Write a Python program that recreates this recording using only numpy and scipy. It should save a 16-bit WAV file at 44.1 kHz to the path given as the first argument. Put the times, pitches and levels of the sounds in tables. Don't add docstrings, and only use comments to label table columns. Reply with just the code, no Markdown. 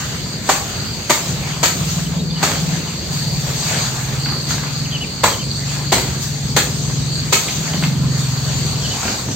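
import sys
import numpy as np
from scipy import signal
from scipy.fft import rfft, irfft, next_fast_len
from scipy.io import wavfile
from scipy.ndimage import uniform_filter1d, map_coordinates

SR = 44100
rng = np.random.default_rng(int(sys.argv[2]) if len(sys.argv) > 2 else 0)


def pcm_store(signal):
    levels = np.round(np.clip(np.atleast_2d(signal), -1, 1) * 32767)
    wavfile.write(sys.argv[1], SR, levels.astype(np.int16).T)


def magnitude_from_level(level_db):
    exponent = np.asarray(level_db, float) / 20
    return 10 ** exponent


N = 412335


def unit(x):
    return x / np.sqrt(np.mean(x ** 2) + 1e-20)


def along(points, hz):
    f, v = np.transpose(points)
    return np.interp(np.log(hz + 1), np.log(f + 1), v)


def curves(rows):
    s, *cols = np.transpose(rows)
    return [np.interp(np.arange(N) / SR, s, c) for c in cols]


def wobble(rate):
    at = np.arange(0, N + 64, 64)
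    knots = rng.standard_normal(int(N * 40 / SR))
    return np.interp(np.arange(N), at, map_coordinates(knots, [at * rate / SR]))


def filtered(x, response):
    m = next_fast_len(x.shape[-1] + 8192)
    shaped = rfft(x, m) * response(np.fft.rfftfreq(m, 1 / SR))
    return irfft(shaped, m)[..., :x.shape[-1]]


def modes(table):
    def response(f):
        total = 0
        for k, (centre, width, db) in enumerate(table):
            damping = 1j * f * width
            total = total + (-1) ** k * magnitude_from_level(db) * damping / (centre ** 2 - f ** 2 + damping)
        return total
    return response


def add(out, s, x):
    part = out[:, round(s * SR):][:, :x.shape[1]]
    part += x[:, :part.shape[1]]


# frequency [Hz], left-right likeness [-1 to 1].
LIKENESS = [(40, .98), (125, .93), (300, .82), (700, .62), (1500, .3), (3000, .15), (6000, .08),
            (9000, -.15), (14000, -.05)]


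def spread(pair):
    def mid_side(hz):
        turn = np.arccos(np.clip(along(LIKENESS, hz), -1, 1)) / 2
        return np.array([np.cos(turn), np.sin(turn)])
    mid, side = filtered(pair, mid_side)
    return np.array([mid + side, mid - side])


# frequency [Hz], time to fall 60 dB [s].
ROOF_RING = [(200, 0.62), (800, 0.45), (2000, 0.33), (6000, 0.39), (15000, 0.5)]


def roof(x, wet_db):
    hz, t, z = signal.stft(spread(rng.standard_normal((2, SR // 3))), SR, nperseg=256)
    fade = magnitude_from_level(-60 * t / along(ROOF_RING, hz)[:, None])
    tail = signal.istft(z * fade, SR, nperseg=256)[1]
    return magnitude_from_level(wet_db) * signal.fftconvolve(x[None], tail / np.linalg.norm(tail[0]), axes=1)


# start [s], thud level [dB], thud pitch [Hz], splinter level [dB], tearing length [s].
CHOPS = [
    (0.489, -13, 940, -14, 0.065),
    (1.096, -12.5, 605, -11, 0.066),
    (1.629, -17, 550, -10.5, 0.065),
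    (2.426, -15, 263, -13.5, 0.12),
    (5.234, -12, 990, -12.5, 0.077),
    (5.919, -14.5, 420, -12, 0.084),
    (6.563, -15, 300, -11, 0.04),
    (7.324, -19, 500, -9.5, 0.036),
]
# frequency [Hz], level [dB].
BLOCK_COLOUR = [(100, -42), (200, -2), (500, -2.5), (1000, -1.5), (1500, -5.5), (3000, -17)]
# frequency [Hz], level [dB].
STALK_COLOUR = [(300, -47), (1000, -7.5), (2100, -1.5), (3000, -6), (4300, -2), (7000, 1), (12000, -7.5),
                (16000, -8.5)]


def chops():
    out, t = np.zeros((2, N)), np.arange(SR // 6) / SR
    rise = 1 - np.exp(-t / .002)
    cut = rise / (1 + (t / .015) ** 6)
    for s, thud_db, thud_hz, splinter_db, length in CHOPS:
        lumps = magnitude_from_level(5.4 * unit(uniform_filter1d(rng.standard_normal(len(t)), size=130)))
        tear_fade = magnitude_from_level(-60 * t / 1.6) / (1 + (t / length) ** 4)
        tear = magnitude_from_level(-7) * rise * unit(lumps) * tear_fade
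        snaps = rng.standard_normal((3, len(t))) * magnitude_from_level(3.7 * rng.standard_normal(len(t)))
        knock = modes([(thud_hz, .6 * thud_hz, 0)])
        wood = filtered(snaps[0], lambda hz: magnitude_from_level(along(BLOCK_COLOUR, hz)) * (1.0 + np.abs(knock(hz))))
        thud = magnitude_from_level(thud_db) * unit(wood)
        fibres = filtered(snaps[1:], lambda hz: magnitude_from_level(along(STALK_COLOUR, hz)))
        splinters = magnitude_from_level(splinter_db) * unit(spread(fibres))
        add(out, s, (cut + 0.77 * tear) * thud + (cut + tear) * splinters)
        add(out, s + .005, roof((cut + 0.77 * tear) * (0.4 * thud + splinters[0]), wet_db=3.0))
    return out


# start [s], peak level [dB], pitch [Hz].
TICKS = [(0.258, -29, 890), (1.565, -27.5, 1110), (3.625, -28, 1120), (4.259, -18, 2130),
         (4.287, -21, 1120), (4.322, -21, 1170), (4.507, -16.5, 1400), (4.58, -21, 1700),
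         (4.635, -21, 1500), (4.26, -23, 1150), (6.138, -35, 840), (6.899, -22, 1130), (7.484, -16, 2600),
         (7.678, -24, 1600), (7.735, -17.5, 1970), (7.825, -15.5, 790), (7.836, -12.5, 2370),
         (8.035, -33, 885), (8.363, -24, 900), (9.031, -16, 800), (9.079, -17.5, 1790)]
# start [s], peak level [dB], pitch [Hz].
HOOVES = [
    (2.774, -26, 330),
    (4.364, -25, 397),
    (5.245, -15, 110),
    (7.743, -18.5, 240),
    (9.053, -14, 221),
    (9.286, -19.5, 250),
]
# start [s], peak level [dB], pitch [Hz].
STRAWS = [
    (6.228, -20, 6600),
    (9.313, -14, 6200),
]


def ticks():
    out, t = np.zeros((2, N)), np.arange(SR // 20) / SR
    for s, db, hz in TICKS + HOOVES + STRAWS:
        puff = rng.standard_normal(len(t)) * magnitude_from_level(-60 * t / 0.047)
        snap = filtered(puff, modes([(hz, 0.55 * hz, 0)]))
        snap = magnitude_from_level(db + 1.0) * snap / np.abs(snap).max()
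        add(out, s, np.array([snap, snap]))
        add(out, s + .005, roof(snap, wet_db=0.5))
    return out


def rush(spectrum, patchy_db):
    z = signal.stft(rng.standard_normal((2, N)), nperseg=512)[2]
    field = uniform_filter1d(rng.standard_normal(z.shape[1:]), size=6, axis=0)
    field = uniform_filter1d(field, size=12, axis=1)
    pair = signal.istft(z * magnitude_from_level(patchy_db * unit(field)), nperseg=512)[1][:, :N]
    return unit(spread(filtered(pair, lambda hz: magnitude_from_level(along(spectrum, hz)))))


def swells(at, peak_db, rise, fall, floor_db):
    t = np.arange(0, N + 64, 64)[:, None] / SR - at
    shape_db = peak_db - 10 * np.maximum(-t / np.abs(rise), t / np.abs(fall))
    power = np.sum(magnitude_from_level(2 * shape_db), axis=1) + magnitude_from_level(2 * floor_db)
    return np.interp(np.arange(N), np.arange(len(t)) * 64, np.sqrt(power))


# peak time [s], peak level [dB], rise [s], fall [s], brightness [dB].
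RUSTLES = [(0.0, -32, .1, 0.5, -11), (.52, -26.5, 0.067, 0.13, -11), (.7, -33.5, .1, 0.68, -11.5),
           (1.28, -33, 0.28, 0.32, -8.5), (1.48, -32.5, 0.24, 0.2, -25), (1.9, -31.5, 0.25, 0.23, -6),
           (2.14, -40.5, 0.23, 0.17, -21), (2.44, -27.5, 0.076, .2, -22), (2.6, -31.5, 0.13, 0.77, -12.5),
           (3.13, -36.5, 0.038, 0.41, -3.5), (3.49, -34.5, 0.18, 0.26, -5.5), (3.7, -27, 0.22, 0.37, -11.5),
           (4.05, -36.5, .3, .7, -7.5), (4.51, -27.5, 0.036, 0.1, -9.5), (4.75, -36, 0.72, 0.73, -12.5),
           (5.75, -32, 0.18, 0.24, -13.5), (6.08, -33.5, 0.084, 0.29, -11.5),
           (6.23, -34.5, 0.024, 0.079, -1), (6.77, -36, 1, 0.98, -15.5), (7.5, -30.5, 0.23, 0.5, -11.5),
           (7.86, -34, 0.28, 0.074, -7.5), (8.2, -36.5, .12, 0.38, -6.5), (8.56, -32.5, 0.41, 0.54, -12),
           (9.08, -27.5, 0.26, 0.19, -12.5)]
# frequency [Hz], level [dB].
LEAF_COLOUR = [(100, -34), (300, -8), (700, -1), (1200, -2.5), (2200, -4), (3500, -4), (6000, -3),
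               (16000, -17.5)]
# frequency [Hz], level [dB].
AIR_COLOUR = [(6000, -49), (9000, 11), (12000, 0), (16000, -0.5)]


def rustles():
    at, peak_db, rise, fall, bright_db = np.transpose(RUSTLES)
    body = swells(at, peak_db, rise, fall, floor_db=-42)
    leaves = body * magnitude_from_level(3.5 + 0.87 * wobble(12)) * rush(LEAF_COLOUR, patchy_db=2.0)
    top = swells(at, peak_db + bright_db, rise, fall, floor_db=-63)
    return leaves + top * magnitude_from_level(13) * rush(AIR_COLOUR, patchy_db=.5)


# time [s], level [dB].
BREEZE = [(0, -49), (2.0, -45), (2.3, -60), (3.0, -42.5), (4.4, -49), (5.5, -35.5), (6.3, -44), (6.5, -34),
          (7.3, -35), (8.05, -41.5), (8.3, -39), (9.35, -34.5)]
# frequency [Hz], level [dB].
HISS_COLOUR = [(1000, -58), (3000, -12), (5000, 2), (7000, 1), (9000, -4), (12000, -13), (16000, -13)]


def hiss():
    at, peak_db, rise, fall, bright_db = np.transpose(RUSTLES)
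    crisp = swells(at, peak_db + 5.5 + 0.58 * bright_db, rise, fall, floor_db=-70)
    level = np.hypot(crisp, magnitude_from_level(curves(BREEZE)[0]))
    return level * magnitude_from_level(6 + 0.6 * wobble(10)) * rush(HISS_COLOUR, patchy_db=2.5)


def duck():
    t, delay, back = np.arange(N) / SR, 0.064, 0.11
    dips = 0
    for s, *_ in CHOPS:
        late = t - s - delay
        dips = dips + np.exp(-(late / np.where(late < 0, delay / 2, back)) ** 2)
    return magnitude_from_level(-5.5 * dips)


# time [s], firings per second.
SPEED = [(0.0, 18.87), (0.6, 17.17), (1.2, 16.6), (1.8, 20.18), (2.6, 19.45), (3.2, 18.07), (3.8, 18.37),
         (5.2, 23.15), (5.4, 22.1), (5.8, 24.3), (6.4, 20.32), (7.2, 22.09), (8.0, 22.5), (8.4, 21.43),
         (9.35, 21.32)]
# time [s], level [dB].
EXHAUST = [(.4, -30), (.7, -44), (.83, -26), (.96, -36), (1.25, -30.5), (1.5, -25), (2.73, -20),
           (2.89, -31.5), (3.04, -35), (3.1, -23), (4.97, -25.5), (5.08, -35.5), (5.5, -25.5), (7.3, -21),
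           (7.42, -32.5), (7.94, -17.5), (8.88, -23.5), (8.98, -35)]
# time [s], frequency [Hz].
BOOM = [(0, 133), (1.3, 143), (1.8, 160), (2.2, 162), (2.8, 154), (3.3, 145.3), (4.5, 142), (5.5, 138.4),
        (6.3, 137), (7, 133), (7.8, 153), (8.4, 136), (9.35, 124)]
# frequency [Hz], level [dB].
ROAR_COLOUR = [(20, -32), (45, -18.5), (60, -2.5), (100, -1), (200, -3), (300, -11.5), (450, -14),
               (900, -31.5), (2000, -75)]


def engine():
    turns = -.55 + np.cumsum(curves(SPEED)[0]) / SR + 0.0059 * wobble(12)
    rate = np.gradient(turns) * SR
    level_db = curves(EXHAUST)[0] + 1.44 * wobble(5)
    boom_hz = curves(BOOM)[0]
    thuds = 0
    for k in range(3, 14):
        off = (k * rate - boom_hz) / 25
        fall_db = np.minimum(8 * off ** 2, 16 + np.abs(off)) + 2.2 * wobble(3)
        lag = .45 * off ** 2 + .3 * wobble(3) + .13 * wobble(14)
        thuds = thuds + magnitude_from_level(-fall_db) * np.cos(2 * np.pi * k * turns + lag)
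    thuds *= magnitude_from_level(.9 * wobble(20)) / np.sqrt(np.abs(uniform_filter1d(thuds ** 2, size=SR // 3)) + 1e-9)
    thuds = thuds + 0.17 * np.roll(thuds, SR // 30) * [[1], [-1]]
    roar = magnitude_from_level(-30.5 + 1.6 * wobble(5)) * rush(ROAR_COLOUR, patchy_db=1.5)
    return magnitude_from_level(level_db - 2.0) * duck() * thuds + roar


def whistle(out, s, at, hz, level_db):
    t = np.arange(at[0], at[-1], 1 / SR)
    husk = uniform_filter1d(rng.standard_normal(len(t)), size=60)
    phase = np.cumsum(2 * np.pi * np.interp(t, at, hz) / SR) + 2.7 * husk
    tone = magnitude_from_level(np.interp(t, at, level_db)) * signal.windows.tukey(len(t), .3) * np.sin(phase)
    add(out, s + at[0], tone * magnitude_from_level([[.8], [-.8]]))
    add(out, s + at[0] + .006, roof(tone, wet_db=-6))


# time from the phrase start [s], pitch [Hz], level [dB].
PHRASE = [
    [(0, 3300, -12), (.008, 2900, -9), (.02, 2350, -13)],
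    [(.05, 3100, -10), (.066, 3400, -14), (.076, 3050, -5), (.085, 3180, -4), (.095, 3150, -5),
     (.1, 2980, 0), (.113, 2950, 0), (.12, 2650, -7), (.13, 2350, -14)],
    [(.155, 2600, -12), (.162, 2950, -2), (.18, 2970, -2), (.19, 2600, -7), (.205, 2200, -8)],
]
# start [s], level [dB], pitch factor.
SONGS = [
    (4.85, -22.5, 1.0),
    (5.232, -28.5, 1.05),
    (8.75, -26.5, 1.015),
    (0.97, -40, 0.84),
]
# start [s], level [dB], pitch [Hz].
CHEEPS = [
    (2.055, -34.5, 3010),
    (2.192, -32, 3780),
    (2.204, -36, 4280),
    (2.3, -32, 3500),
    (2.325, -34, 4350),
    (2.357, -33, 2910),
    (2.87, -37, 2930),
    (2.9, -39, 2640),
]


def bird():
    out = np.zeros((2, N))
    for s, db, factor in SONGS:
        for at, hz, level_db in map(np.transpose, PHRASE):
            whistle(out, s, at, factor * hz, db + level_db)
    for s, db, hz in CHEEPS:
        whistle(out, s, [0, .022], [1.04 * hz, .99 * hz], [db, db + 1])
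    return out


def pulses(rate, scatter_db):
    fired = np.diff(np.floor(np.cumsum(rate) / SR), prepend=0) > 0
    return fired * magnitude_from_level(scatter_db * rng.standard_normal(N))


# peak time [s], peak level [dB], rise over 10 dB [s], fall over 10 dB [s].
CICADA_SWELLS = [(.32, -32, 0.24, .2), (.86, -27.5, 0.13, .22), (1.62, -38, 0.23, 0.18),
                 (2.3, -32, 0.18, 0.4), (3.0, -37.5, .4, .3), (3.28, -26, 0.2, 0.15),
                 (3.62, -31.5, 0.16, 0.18), (3.8, -30, 0.13, .12), (4.25, -26.5, 0.042, 0.26),
                 (4.4, -27, .2, 0.099), (4.8, -30, .3, 0.54), (5.2, -30.5, 0.15, 0.25), (5.57, -32, .3, .3),
                 (5.88, -30.5, .2, 0.35), (6.4, -39, 0.46, 0.65), (7.2, -33.5, 0.65, 0.18),
                 (7.76, -29.5, 0.047, 0.16), (8.12, -30, 0.087, .35), (8.52, -30, .14, 0.21),
                 (8.9, -30.5, 0.28, 0.066), (9.1, -30, .06, .1)]
# frequency [Hz], width [Hz], level [dB].
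SHELL = [(4250, 550, -3.5), (4580, 330, 0)]


def cicadas():
    clicks = np.array([pulses(rate * (1 + .1 * wobble(25)), scatter_db=4) for rate in (178, 226)])
    chorus = unit(clicks) * magnitude_from_level(3 * wobble(14)) + .8 * rng.standard_normal((2, N))

    def shell(factor):
        low, high = modes(SHELL[:1]), modes(SHELL[1:])
        return filtered(chorus, lambda hz: np.abs(low(hz / factor)) ** 2 + np.abs(high(hz / factor)) ** 2)
    late = np.arange(N) / N
    buzz = (1 - late) * shell(1.025) + late * shell(.985)
    return swells(*np.transpose(CICADA_SWELLS), floor_db=-67) * unit(spread(buzz))


def scene():
    return chops() + ticks() + rustles() + hiss() + engine() + bird() + cicadas()


def flicker(x):
    hz, t, z = signal.stft(x, SR, nperseg=1024)
    band = (hz > 8600) & (hz < 11480)
    loud = np.log(np.mean(np.abs(z[:, band]) ** 2, axis=(0, 1)) + 1e-20)
    chance = unit(uniform_filter1d(rng.standard_normal(z.shape[1:]), size=7, axis=0))
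    busy = unit(uniform_filter1d(rng.standard_normal(len(t)), size=3))
    odds = chance + .7 * busy + .45 * (loud - np.median(loud)) - (hz[:, None] - 8600) / 3000
    kept = np.where(band[:, None], odds > 1.05, 1)
    holes = (hz[:, None] > 11480) & (chance < -1.5)
    return signal.istft(z * kept * ~holes, SR, nperseg=1024)[1][:, :N]


def roll_off(x):
    return signal.sosfilt(signal.butter(12, 15990, fs=SR, output="sos"), x)


# upper edge [Hz], level [dB].
BAND_STEPS = [(4800, 2.5), (6100, -5), (6900, 1), (7600, 1), (8550, -2.5), (9000, -10), (9600, -16.5),
              (10400, -18.5), (11500, -33.5), (12800, -6), (15850, -5), (22100, -72)]
# frequency [Hz], left over right [dB].
LEAN = [(60, -1.4), (200, 1.5), (400, -0.5), (700, 1.2), (1300, 0), (2400, -1.1), (4400, -0.2), (8100, 3.5),
        (15000, -3)]


def record(dry):
    edges, steps_db = np.transpose(BAND_STEPS)

    def steps(hz):
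        return magnitude_from_level(steps_db[np.minimum(np.searchsorted(edges, hz), len(edges) - 1)])

    def ports(hz):
        delay = np.exp(-2j * np.pi * hz * 1.72 / SR)
        return (magnitude_from_level(along(LEAN, hz)) * delay) ** np.array([[.5], [-.5]])
    x = flicker(filtered(dry, lambda hz: steps(hz) * ports(hz)))
    x = x / (1 + np.abs(x / 1.05) ** 6) ** (1 / 6)
    return roll_off(x)


dry = scene()
out = record(dry)
pcm_store(out)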